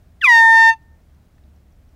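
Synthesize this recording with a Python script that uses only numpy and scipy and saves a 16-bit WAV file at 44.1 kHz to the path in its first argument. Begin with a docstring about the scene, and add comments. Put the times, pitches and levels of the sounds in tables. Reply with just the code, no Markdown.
"""Outdoor air and a distant engine hum on a golf course. At 0.21 s a close, hand-held gas air horn sounds:
gas hisses, the diaphragm starts high with a second, squealing mode, then drops onto a steady brassy note.
A club knocks a ball during the half-second blast. The valve shuts and the trees echo faintly.
A small bird chips, with two small ticks nearby between its calls."""
import sys
import numpy as np
from scipy import signal
from scipy.fft import rfft, irfft
from scipy.io import wavfile
from scipy.ndimage import uniform_filter1d, minimum_filter1d

SR = 44100
rng = np.random.default_rng(int(sys.argv[2]) if len(sys.argv) > 2 else 0)


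def generate_wav(signal):
    """Clip the signal to [-1, 1] and save it as 16-bit WAV at the path in sys.argv[1]."""
    frames = np.transpose(np.atleast_2d(signal))
    scaled = np.clip(frames, -1, 1) * 32767
    pcm = np.round(scaled).astype(np.int16)
    wavfile.write(sys.argv[1], SR, pcm)


N = 85995
T = np.arange(N) / SR

# Outdoor air. Each row: frequency in Hz, relative density in dB.
AIR_SPECTRUM = [(15, -41), (25, -6), (43, -9), (75, -7.5), (101, -12.5), (193, -17.5), (289, -23.5),
                (368, -28), (537, -32), (614, -28), (970, -37.5), (1660, -39.5), (2770, -45),
                (11500, -53.5), (15500, -51)]
# Escaping gas. Each row: frequency in Hz, relative density in dB.
GAS_SPECTRUM = [(100, -14.5), (500, -14.5), (1100, -19), (1650, -13), (1900, 1), (2250, -3), (2750, -13),
                (3500, -4), (4300, -14), (4850, -6), (5300, -16), (5900, -11), (7000, -23.5), (9000, -25),
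                (10200, -16), (13000, -31), (15500, -35)]
# Gas hiss. Each row: time in seconds, level in dB.
GAS_ENVELOPE = [(.207, -80.5), (.214, -53), (.228, -48.5), (.242, -39), (.28, -35), (.295, -33),
                (.32, -37.5), (.44, -41), (.69, -41), (.715, -52), (.77, -73)]
# Diaphragm pitch. Each row: time in seconds, frequency in Hz.
DIAPHRAGM_PITCH = [(.212, 2020), (.22, 1824), (.24, 1413), (.25, 1196), (.265, 1077), (.28, 1009),
                   (.3, 964.5), (.32, 939.7), (.35, 920), (.4, 911), (.52, 905.2), (.71, 905.5),
                   (.75, 894.7)]
# Horn note. Each row: time in seconds, fundamental in dB, octave in dB, overtone gain in dB.
NOTE_ENVELOPE = [(.21, -53.5, -88.5, -63), (.215, -30, -63, -48.5), (.238, -17.5, -49.5, -37),
                 (.253, -26.5, -30.5, -26.5), (.265, -24, -27, -26.5), (.279, -16.5, -8.5, -20),
                 (.29, -16, -6, -1), (.35, -11, -4, 6.5), (.46, -8, -3.5, 5.5), (.63, -10, -4.5, 6.5),
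                 (.699, -9.5, -5.5, 4.5), (.712, -14, -12.5, -2), (.738, -27.5, -32, -11),
                 (.752, -36.5, -60.5, -35.5), (.785, -60.5, -86, -43.5)]
# Overtones. Each row: harmonic number, base level in dB, change at full sag in dB, change once shut in dB.
NOTE_OVERTONES = [(3, -34, -21.5, 10), (4, -33, -3.5, -4.5), (5, -36, -10.5, -0.5), (6, -38, -9, -14),
                  (7, -41.5, -3.5, -0.5), (8, -46, -1.5, -9.5), (9, -50, -4, -4.5), (10, -54.5, 2.5, -5.5),
                  (11, -57, 0.5, -3.5), (12, -59.5, -6, -12), (13, -58.5, -2, -7.5), (14, -60.5, -8, -16.5),
                  (15, -58, -9, -12), (16, -65.5, -10, -11.5), (17, -72, -3.5, -9.5)]
# Mid-blast mellowing. Each row: time in seconds, sag from 0 to 1.
TONE_SAG = [(.39, 0), (.43, 0.95), (.49, 0.9), (.58, 0.2), (.63, 0.18)]
# Second diaphragm mode. Each row: time in seconds, frequency in Hz, level in dB.
SQUEAL_MODE = [(.21, 4100, -68), (.217, 3346, -26), (.221, 2995, -31.5), (.226, 2795, -32.5),
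               (.236, 2722, -22.5), (.246, 2525, -7), (.254, 2426, -10), (.264, 2330, -11),
               (.273, 2367, -23), (.286, 2171, -48.5)]
# Mixing tones. Each row: squeal multiple, note multiple, level in dB relative to the squeal at its peak.
MIXING_TONES = [(2, 0, -27), (2, 1, -30.5), (3, 0, -39), (3, 1, -46), (4, 0, -36), (4, 1, -46), (5, 0, -49)]
# Club on ball. Each row: frequency in Hz, relative density in dB.
CLUB_SPECTRUM = [(80, -23.5), (250, -7), (650, -0.5), (1200, -9.5), (3000, -14.5), (9000, -29.5),
                 (15000, -45.5)]
# Bird chips. Each row: centre time in seconds, level in dB.
BIRD_CHIPS = [(.829, -69), (1.021, -68), (1.149, -70), (1.355, -73), (1.564, -67), (1.726, -67.5),
              (1.892, -67)]
# Nearby ticks. Each row: start in seconds, level in dB.
TICK_EVENTS = [(1.381, -61), (1.437, -60)]
# One tick. Each row: frequency in Hz, relative density in dB.
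TICK_SPECTRUM = [(400, -31), (1800, 12), (2800, -2), (3700, 8), (7000, -28)]

VALVE_OPEN_S, VALVE_CLOSE_S = .214, .698


def undb(db):
    """Decibels to gain."""
    return 10 ** (np.asarray(db) / 20)


def curve(table, column=1):
    """Table column, linear in time between rows."""
    rows = np.array(table, float)
    return np.interp(T, rows[:, 0], rows[:, column])


def envelope(table, column=1):
    """Gain from a dB column, silent outside the table."""
    return undb(curve(table, column)) * (T > table[0][0]) * (T < table[-1][0])


def running_phase(hz):
    """Frequency integrated to radians."""
    return 2 * np.pi * np.cumsum(hz) / SR


def shaped_noise(gain_at):
    """Unit-rms noise from a gain function of frequency."""
    hz = np.arange(N // 2 + 1) * SR / N + 1e-3
    x = irfft(rfft(rng.standard_normal(N)) * gain_at(hz), N)
    return x / x.std()


def noise(spectrum):
    """Unit-rms noise from a spectrum table."""
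    hz, db = np.array(spectrum, float).T
    return shaped_noise(lambda f: undb(np.interp(np.log(f), np.log(hz), db)) * np.minimum(f / hz[0], 1))


def drift(rate_hz):
    """Smooth random motion, unit rms."""
    return shaped_noise(lambda f: np.exp(-(f / rate_hz) ** 2))


def burst(start_s, decay_s, spectrum):
    """Short knock of coloured noise."""
    age = np.maximum(T - start_s, 0) / decay_s
    return 2 * np.sqrt(age) * np.exp(-age) * noise(spectrum)


def air(level_db=-52.5, waver_db=.32):
    """Low, slightly wavering outdoor noise."""
    return undb(level_db + waver_db * drift(9.2)) * noise(AIR_SPECTRUM)


def engine(centre_hz=72, half_width_hz=6.9, level_db=-53):
    """Distant engine: a narrow noise band, heard as a wavering hum."""
    return undb(level_db) * shaped_noise(lambda f: 1 / (1 + ((f - centre_hz) / half_width_hz) ** 2))


def gas_hiss(phase, pulse_depth=.22):
    """Escaping gas, pulsing once per diaphragm cycle."""
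    return noise(GAS_SPECTRUM) * envelope(GAS_ENVELOPE) * (1 + pulse_depth * np.sin(phase))


def note(pitch_hz, phase, shut_s=.006, waver_db=1.5, waver_hz=4.8):
    """Main diaphragm mode: fundamental, octave and brassy overtones that dull as the valve shuts."""
    out = envelope(NOTE_ENVELOPE, 1) * np.sin(phase) - envelope(NOTE_ENVELOPE, 2) * np.cos(2 * phase)
    brightness, sag = envelope(NOTE_ENVELOPE, 3), curve(TONE_SAG)
    shut = np.clip((T - VALVE_CLOSE_S) / shut_s, 0, 1)
    for harmonic, base_db, sag_db, shut_db in NOTE_OVERTONES:
        gain = brightness * undb(base_db + sag_db * sag + shut_db * shut + waver_db * drift(waver_hz))
        in_band = harmonic * pitch_hz < SR / 2
        out += gain * in_band * np.sin(harmonic * (phase + np.pi / 2))
    return np.sqrt(2) * out


def squeal(phase, jitter=.002, flutter_db=2.5, rasp_s=.261, rasp_width_s=.016, third_db=-38, sum_db=-29):
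    """Second mode: slides down, mixes with the note and rasps just before the note locks."""
    mode_phase = running_phase(curve(SQUEAL_MODE) * (1 + jitter * drift(247)))
    gain = envelope(SQUEAL_MODE, 2)
    mixed = sum(undb(db + flutter_db * drift(90)) * np.sin(m * mode_phase + k * phase)
                for m, k, db in MIXING_TONES)
    tone = gain * (np.sin(mode_phase) + (gain / gain.max()) ** .3 * mixed)
    # The third harmonic beats against the two modes' sum tone.
    beating = undb(third_db) * np.sin(3 * phase) + undb(sum_db) * np.sin(mode_phase + phase)
    swell = np.exp(-((T - rasp_s) / rasp_width_s) ** 2)
    return np.sqrt(2) * (tone + swell * beating)


def valve_whistle(start_hz=12400, end_hz=14190, rise_s=.036, attack_s=.049, release_s=.012, db=-54.5):
    """Thin rising whistle from the open valve."""
    age_s = np.maximum(T - VALVE_OPEN_S, 0)
    hz = end_hz + (start_hz - end_hz) * np.exp(-age_s / rise_s) + 8 * drift(120)
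    flow = np.minimum(age_s / attack_s, 1) * np.exp(-np.maximum(T - VALVE_CLOSE_S, 0) / release_s)
    return np.sqrt(2) * undb(db) * flow * np.sin(running_phase(hz))


def horn(jitter=.00025):
    """One blast: note, squeal and hiss share the diaphragm's cycle; the valve whistles above."""
    pitch_hz = curve(DIAPHRAGM_PITCH) * (1 + jitter * drift(90))
    phase = running_phase(pitch_hz)
    return note(pitch_hz, phase) + squeal(phase) + gas_hiss(phase) + valve_whistle()


def tree_echo(x, cutoff_hz=1196.7, delay_s=.245, echo_db=-55.5, scatter_db=-46.5, t60_s=.6):
    """Dull echo from the tree line, thin scatter from open ground."""
    dull = signal.sosfilt(signal.butter(2, cutoff_hz, fs=SR, output="sos"), x)
    echo = np.interp(T - delay_s, T, dull, left=0)
    tail = rng.standard_normal(N) * undb(-60 * T / t60_s)
    scatter = signal.fftconvolve(dull, tail / np.linalg.norm(tail))[:N]
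    return undb(echo_db) * echo + undb(scatter_db) * scatter


def club(start_s=.365, crack_db=-30.5, crack_decay_s=.0023, ring_hz=596, ring_db=-19.5, ring_s=.0018):
    """Club meets ball some way off: a dull crack and one damped mode."""
    age_s = np.maximum(T - start_s, 0)
    ring = np.exp(-age_s / ring_s) * np.sin(2 * np.pi * ring_hz * age_s)
    return undb(crack_db) * burst(start_s, crack_decay_s, CLUB_SPECTRUM) + undb(ring_db) * ring


def bird(centre_hz=5596, fall_hz_per_s=220000, width_s=.0026):
    """Small bird: very short falling chips."""
    out = np.zeros(N)
    for centre_s, db in BIRD_CHIPS:
        offset_s = T - centre_s
        phase = 2 * np.pi * offset_s * (centre_hz - fall_hz_per_s * offset_s / 2)
        out += undb(db) * np.exp(-(offset_s / width_s) ** 2) * np.sin(phase)
    return out


def ticks(decay_s=.002):
    """Small ticks nearby."""
    return sum(undb(db) * burst(start_s, decay_s, TICK_SPECTRUM) for start_s, db in TICK_EVENTS)


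def limiter(x, ceiling=.76, release_s=.07, window_samples=300):
    """Look-ahead peak limiter with smooth release."""
    peak = -minimum_filter1d(-np.abs(x), size=window_samples)
    log_excess = np.log(np.maximum(peak / ceiling, 1))
    growth = np.exp(T / release_s)
    held = np.maximum.accumulate(log_excess * growth, axis=-1) / growth
    return x * np.exp(-uniform_filter1d(held, size=window_samples))


def scene():
    """Horn with echo, club and bird over the quiet course; mono."""
    blast = horn()
    return (blast + tree_echo(blast) + club() + bird() + engine() + ticks() + air())[None]


def record(dry, cutoff_hz=15700):
    """The limiter holds the blast down, ducking the background; a low-pass cuts the top treble."""
    return signal.sosfilt(signal.ellip(10, .1, 80, cutoff_hz, fs=SR, output="sos"), limiter(dry))


dry = scene()
out = record(dry)
generate_wav(out)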